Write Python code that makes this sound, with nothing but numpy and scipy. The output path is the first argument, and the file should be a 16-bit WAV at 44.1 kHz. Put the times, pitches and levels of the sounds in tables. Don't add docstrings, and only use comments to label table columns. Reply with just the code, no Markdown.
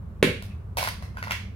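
import sys
import numpy as np
from scipy import signal
from scipy.fft import rfft, irfft, next_fast_len
from scipy.io import wavfile

SR = 44100
rng = np.random.default_rng(int(sys.argv[2]) if len(sys.argv) > 2 else 0)


def unload_wav(signal):
    wavfile.write(
        sys.argv[1],
        SR,
        np.round(np.clip(np.atleast_2d(signal).T, -1, 1) * 32767).astype(np.int16),
    )


N = 68355
SIZE, CONTACT_SIZE = 24576, 2048
AGE = np.arange(SIZE) / SR

# (frequency [Hz], gain [dB])
RUMBLE_EQ = [(20, -82), (35, -7.5), (52, -3), (80, 1), (102, -1.5), (125, -7), (160, -12), (200, -8),
             (270, -24), (450, -25.5), (800, -33), (1200, -32), (2000, -45.5), (5000, -59), (11000, -60),
             (16000, -60)]
# (frequency [Hz], level [dB])
HUM_TONES = [(80.7, -44), (102.3, -42.5), (156, -56.5), (199, -51.5)]

# (frequency [Hz], level [dB], t60 [s])
THUD_MODES = [(190, -20, 0.012), (464, 0, 0.021), (1110, -15, 0.016), (1744, -16.5, 0.0066),
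              (2254, -16, .01), (2880, -12, 0.0038)]
# (frequency [Hz], gain [dB])
THUD_EQ = [(40, -31), (90, -2.5), (140, -1.5), (560, -1), (800, -3.5), (1100, 0.5), (16000, 3.5)]
# (frequency [Hz], gain [dB])
CRACK_EQ = [(200, -20), (800, 3), (1500, 7), (2500, 8), (4000, -1.5), (6500, -13), (10500, -8.5),
            (16000, -17)]
# (frequency [Hz], gain [dB])
SLAP_EQ = [(300, -11.5), (1500, -0.5), (3000, -2), (6000, -25), (8500, -14), (10000, 8), (12000, -9),
           (13500, -19), (16000, -29)]
# (frequency [Hz], level [dB], t60 [s])
BOOM_MODES = [(157.7, -18, .27), (202.2, -23.5, .28), (248.2, -25, 0.37), (369.3, -20, .25),
              (475, -20, 0.23), (496.5, -16, 0.17), (617, -34, 0.34)]
# (frequency [Hz], level [dB], t60 [s])
SHELL_MODES = [(938, -13.5, 0.15), (1002, -15.5, 0.32), (1633, -4, 0.26), (1810, -14.5, 0.23),
               (1936, -2, 0.24), (2144, -4.5, 0.099), (2302, -2.5, 0.21), (2670, -6.5, 0.22),
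               (2665, -5, 0.22), (2790, -10, 0.11), (3380, -8.5, 0.34)]

# (frequency [Hz], t60 [s])
ROOM_DECAY = [(150, 0.35), (450, 0.3031), (1000, 0.33), (2500, 0.4), (6000, 0.3764), (14000, 0.26)]
# (frequency [Hz], gain [dB])
ROOM_EQ = [(100, 1), (400, 0.5), (800, -4.5), (1400, -1.5), (2300, 0.5), (5000, 0.5), (10000, 1),
           (16000, -1.5)]

# (time [s], body modes 1 to 4 [dB each], clack [dB], tick [dB], room send [dB])
KNOCK_CUES = [ (0.424, -36, -39.5, -37, -41, -27, -14.5, -0.5), (0.438, -58, -63, -66, -66, -58, -43, -5),
              (0.771, -20.5, -18, -45, -41, -5.5, -2.5, 6.5), (0.7765, -23, -44, -32, -34, -18, -11, 12),
              (0.782, -22, -29, -34, -39, -7, -8, 1.5), (0.7846, -14.5, -43, -31, -19, -28, -7, -15),
              (0.795, -23, -51, -36, -50, -20, -20, 9), (0.828, -22.5, -15.5, -26, -24, -3, -6.5, -3),
              (0.839, -46, -25.5, -33, -43, -12, -2.5, 1.5), (0.848, -54, -23, -29, -21.5, -4, -20, 1.5),
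              (0.8743, -29, -24, -19, -46, -19, -6.5, -5), (0.879, -36, -22.5, -33, -50, -15, -12.5, 4),
              (0.887, -59, -42, -32, -20, -17, -5, -7.5), (1.024, -33, -32.5, -53, -38.5, -16, -24, 6),
              (1.144, -45, -41.5, -70, -52, -32, -44, 10), (1.1706, -50, -35, -23.5, -60, -14, -24, 4),
              (1.184, -47, -29.5, -54, -51.5, -41, -25, 0),
              (1.2266, -40, -46, -21.5, -23, -5.5, -16.5, 1.5), (1.239, -49, -47, -38, -26, -33, -18.5, -2),
              (1.272, -40, -23, -38, -57, -16, -24, 3), (1.281, -46, -45, -27, -30, -35, -28, 0),
              (1.2965, -36, -28.5, -40, -54, -14, -28, 12), (1.309, -50, -24.5, -36, -25, 5, -8, 1),
              (1.3197, -48, -42, -26.5, -24, 2.5, -5, -4)]
# (frequency [Hz], t60 [s])
BODY_MODES = [(680, 0.015), (1010, 0.02), (1460, 0.018), (2050, 0.013)]
# (frequency [Hz], gain [dB])
BODY_EQ = [(100, -13), (350, -17), (560, -2.5), (2500, 2.5), (6000, -12.5), (16000, -18)]
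# (frequency [Hz], gain [dB])
CLACK_EQ = [(200, -25.5), (400, -38), (700, -13), (1200, -1.5), (1800, 3), (2700, 1), (4200, -8),
            (6500, -11.5), (16000, -53)]
# (frequency [Hz], gain [dB])
TICK_EQ = [(300, -41), (2000, 3.5), (4800, 0.5), (7500, -10), (10500, -2), (13000, -5.5), (16000, -8)]

# (time [s], peak level [dB])
BRUSH_CUES = [(0.5, -45), (0.575, -56), (1.506, -54)]
# (frequency [Hz], gain [dB])
BRUSH_EQ = [(300, -21), (1500, -4), (2200, 3.5), (2700, 7.5), (3200, -12), (4200, -19), (6000, -41),
            (16000, -30)]
# (time [s], length [s], level [dB])
SKID_CUES = [(0.786, .105, -43.5), (1.225, 0.051, -50.5)]
# (frequency [Hz], gain [dB])
SKID_EQ = [(200, -20), (400, -11), (650, 17.5), (1000, 16), (2500, 5), (4800, 5.5), (7500, -11),
           (10500, -12), (16000, -17)]
# (time [s], level [dB])
ZING_CUES = [(0.827, -52), (0.887, -43), (1.023, -61.5)]
# (frequency [Hz], level [dB], t60 [s])
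ZING_MODES = [(4170, -16, 0.2), (4580, -2.5, 0.27), (4860, -6, 0.17), (5362, -4, 0.17), (6070, -9, 0.1),
              (6950, -20, 0.19), (9040, -5, 0.26), (9700, -8.5, 0.24), (11700, -22, 0.11)]

DROP_S = 0.2277
CRACK_T60_S, CLACK_T60_S, TICK_T60_S = 0.021, 0.0163, 0.018
TUMBLE_LAG_MS, ROOM_PAN_DB = 0.27, -3


def amp(db):
    return 10 ** (np.asarray(db) / 20)


def fade(t60):
    return np.exp(-np.log(1000) * AGE / t60)


def pan(db):
    return amp([[db / 2], [-db / 2]])


def add(out, start, x):
    i = int(start * SR)
    out[:, i:i + x.shape[1]] += x[:, :N - i]


def eq(x, points):
    n = 2 * next_fast_len(x.shape[-1] // 2 + 512)
    hz, db = np.array(points).T
    log_hz = np.log(np.fft.rfftfreq(n, 1 / SR) + 1)
    cepstrum = irfft(np.log(amp(np.interp(log_hz, np.log(hz), db))))
    cepstrum[1:n // 2] *= 2
    cepstrum[n // 2 + 1:] = 0
    return irfft(rfft(x, n) * np.exp(rfft(cepstrum)))[..., :x.shape[-1]]


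def diffuse(pair, corner_hz=800):
    n = pair.shape[1]
    alike = .98 / (1 + (np.fft.rfftfreq(n, 1 / SR) / corner_hz) ** 2) ** 2
    mid, side = rfft(pair) * np.sqrt([(1 + alike) / 2, (1 - alike) / 2])
    return irfft(np.array([mid + side, mid - side]), n)


def rumble(level_db=-37.5):
    bed = eq(diffuse(rng.standard_normal((2, N + SIZE))), RUMBLE_EQ)[:, SIZE:]
    return bed / np.std(bed) * amp(level_db) * pan(-1)


def hum(waver=0.25, waver_step_s=0.188):
    t = np.arange(N) / SR
    out = 0
    for hz, db in HUM_TONES:
        drift = rng.standard_normal((2, 32))
        sway = np.interp(t, np.arange(32) * waver_step_s, drift[0] + 1j * drift[1])
        tone = np.exp(2j * np.pi * (hz * t + rng.random()))
        out = out + amp(db) * np.real((1 + waver * sway) * tone)
    return out


def landing(slap_after_s=0.0025, boom_rise_s=0.01):
    thud = -eq(ring(THUD_MODES), THUD_EQ)
    slap = amp(3.5) * eq(contact(TICK_T60_S), SLAP_EQ)
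    slap = np.interp(AGE - slap_after_s, AGE, slap, left=0)
    crack = -amp(8) * eq(contact(CRACK_T60_S), CRACK_EQ)
    boom = ring(BOOM_MODES) * (1 - np.exp(-AGE / boom_rise_s))
    send = amp(-2) * thud + amp(2) * crack
    impact = in_room(thud + crack + slap, send, lag_ms=0.035, pan_db=-3.5)
    return impact + boom + amp(-32) * shell(SHELL_MODES)


def ring(modes, pitch=1, uneven=0):
    strengths = 1 + uneven * rng.standard_normal(len(modes))
    return sum(strength * amp(db) * fade(t60) * np.sin(2 * np.pi * hz * pitch * AGE)
               for strength, (hz, db, t60) in zip(strengths, modes))


def contact(t60, grit=0.7):
    click = (rng.standard_normal(SIZE) * fade(t60))[:CONTACT_SIZE]
    click *= np.sqrt(grit / np.sum(click ** 2))
    click[0] += np.sqrt(1 - grit)
    for _ in range(4):
        click = irfft(np.exp(1j * np.angle(rfft(click)))) * (AGE[:CONTACT_SIZE] < t60)
    return np.pad(click, (0, SIZE - CONTACT_SIZE))


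def shell(modes):
    return np.array([ring(modes, uneven=.35) for _ in range(2)]) * pan(ROOM_PAN_DB)


def room(gap_s=0.0028, build_s=0.002, echo_spread_db=4, echo_merge_s=0.053):
    noise = rng.standard_normal((2, SIZE))
    spread = np.log(amp(echo_spread_db)) * np.exp(-AGE / echo_merge_s)
    pattern = np.repeat(rng.standard_normal((2, SIZE // 16)), 16, axis=1)
    echoes = np.exp(spread * pattern - spread ** 2)
    spectrum = rfft(diffuse(noise * echoes))
    hz, t60s = np.array(ROOM_DECAY).T
    log_hz = np.log(np.fft.rfftfreq(SIZE, 1 / SR) + 1)
    bands = [np.interp(log_hz, np.log(hz), peak) for peak in np.eye(len(hz))]
    tail = sum(irfft(spectrum * band) * fade(t60) for band, t60 in zip(bands, t60s))
    tail *= 1 - np.exp(-np.maximum(AGE - gap_s, 0) / build_s)
    tail /= np.sqrt(np.sum(tail ** 2) / 2)
    return eq(tail, ROOM_EQ) * pan(ROOM_PAN_DB)


def in_room(x, send, lag_ms, pan_db=0):
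    direct = np.array([x, np.interp(AGE - lag_ms / 1000, AGE, x, left=0)])
    reverb = signal.fftconvolve(send[None], room(), axes=1)[:, :SIZE]
    return direct * pan(pan_db) + reverb


def knock(mode_dbs, clack_db, tick_db, room_db, pitch_scatter=0.037):
    modes = [(hz, db, t60) for (hz, t60), db in zip(BODY_MODES, mode_dbs)]
    body = eq(ring(modes, pitch=1 + pitch_scatter * rng.standard_normal()), BODY_EQ)
    clack = amp(clack_db) * eq(contact(CLACK_T60_S), CLACK_EQ)
    tick = amp(tick_db) * eq(contact(TICK_T60_S), TICK_EQ)
    send = amp(room_db) * (amp(-5.5) * body + clack + tick)
    ring_out = amp(clack_db - 41) * shell(SHELL_MODES)
    return in_room(body + clack + tick, send, TUMBLE_LAG_MS) + ring_out


def brush(db, rise_s=0.017, t60_s=0.18):
    envelope = (1 - np.exp(-AGE / rise_s)) * fade(t60_s)
    rub = eq(rng.standard_normal((2, SIZE)), BRUSH_EQ) * envelope
    return rub / np.abs(rub).max() * amp(db)


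def skid(length, db, grains_per_s=610):
    chance = grains_per_s / SR
    grains = (rng.random(SIZE) < chance) * rng.standard_normal(SIZE) / np.sqrt(chance)
    rasp = amp(db) * eq(grains * (AGE < length), SKID_EQ)
    return in_room(rasp, send=rasp, lag_ms=TUMBLE_LAG_MS)


def zing(db):
    return amp(db) * shell(ZING_MODES)


def scene():
    out = rumble() + hum()
    add(out, DROP_S, landing())
    for start, db in ZING_CUES:
        add(out, start, zing(db))
    for start, db in BRUSH_CUES:
        add(out, start, brush(db))
    for start, length, db in SKID_CUES:
        add(out, start, skid(length, db))
    for start, *mode_dbs, clack_db, tick_db, room_db in KNOCK_CUES:
        add(out, start, knock(mode_dbs, clack_db, tick_db, room_db))
    return out


def record(dry):
    ceiling, top_hz = 0.85, 15900
    lowpass = signal.ellip(8, .2, 70, top_hz, fs=SR, output="sos")
    return signal.sosfilt(lowpass, np.clip(dry, -ceiling, ceiling))


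dry = scene()
out = record(dry)
unload_wav(out)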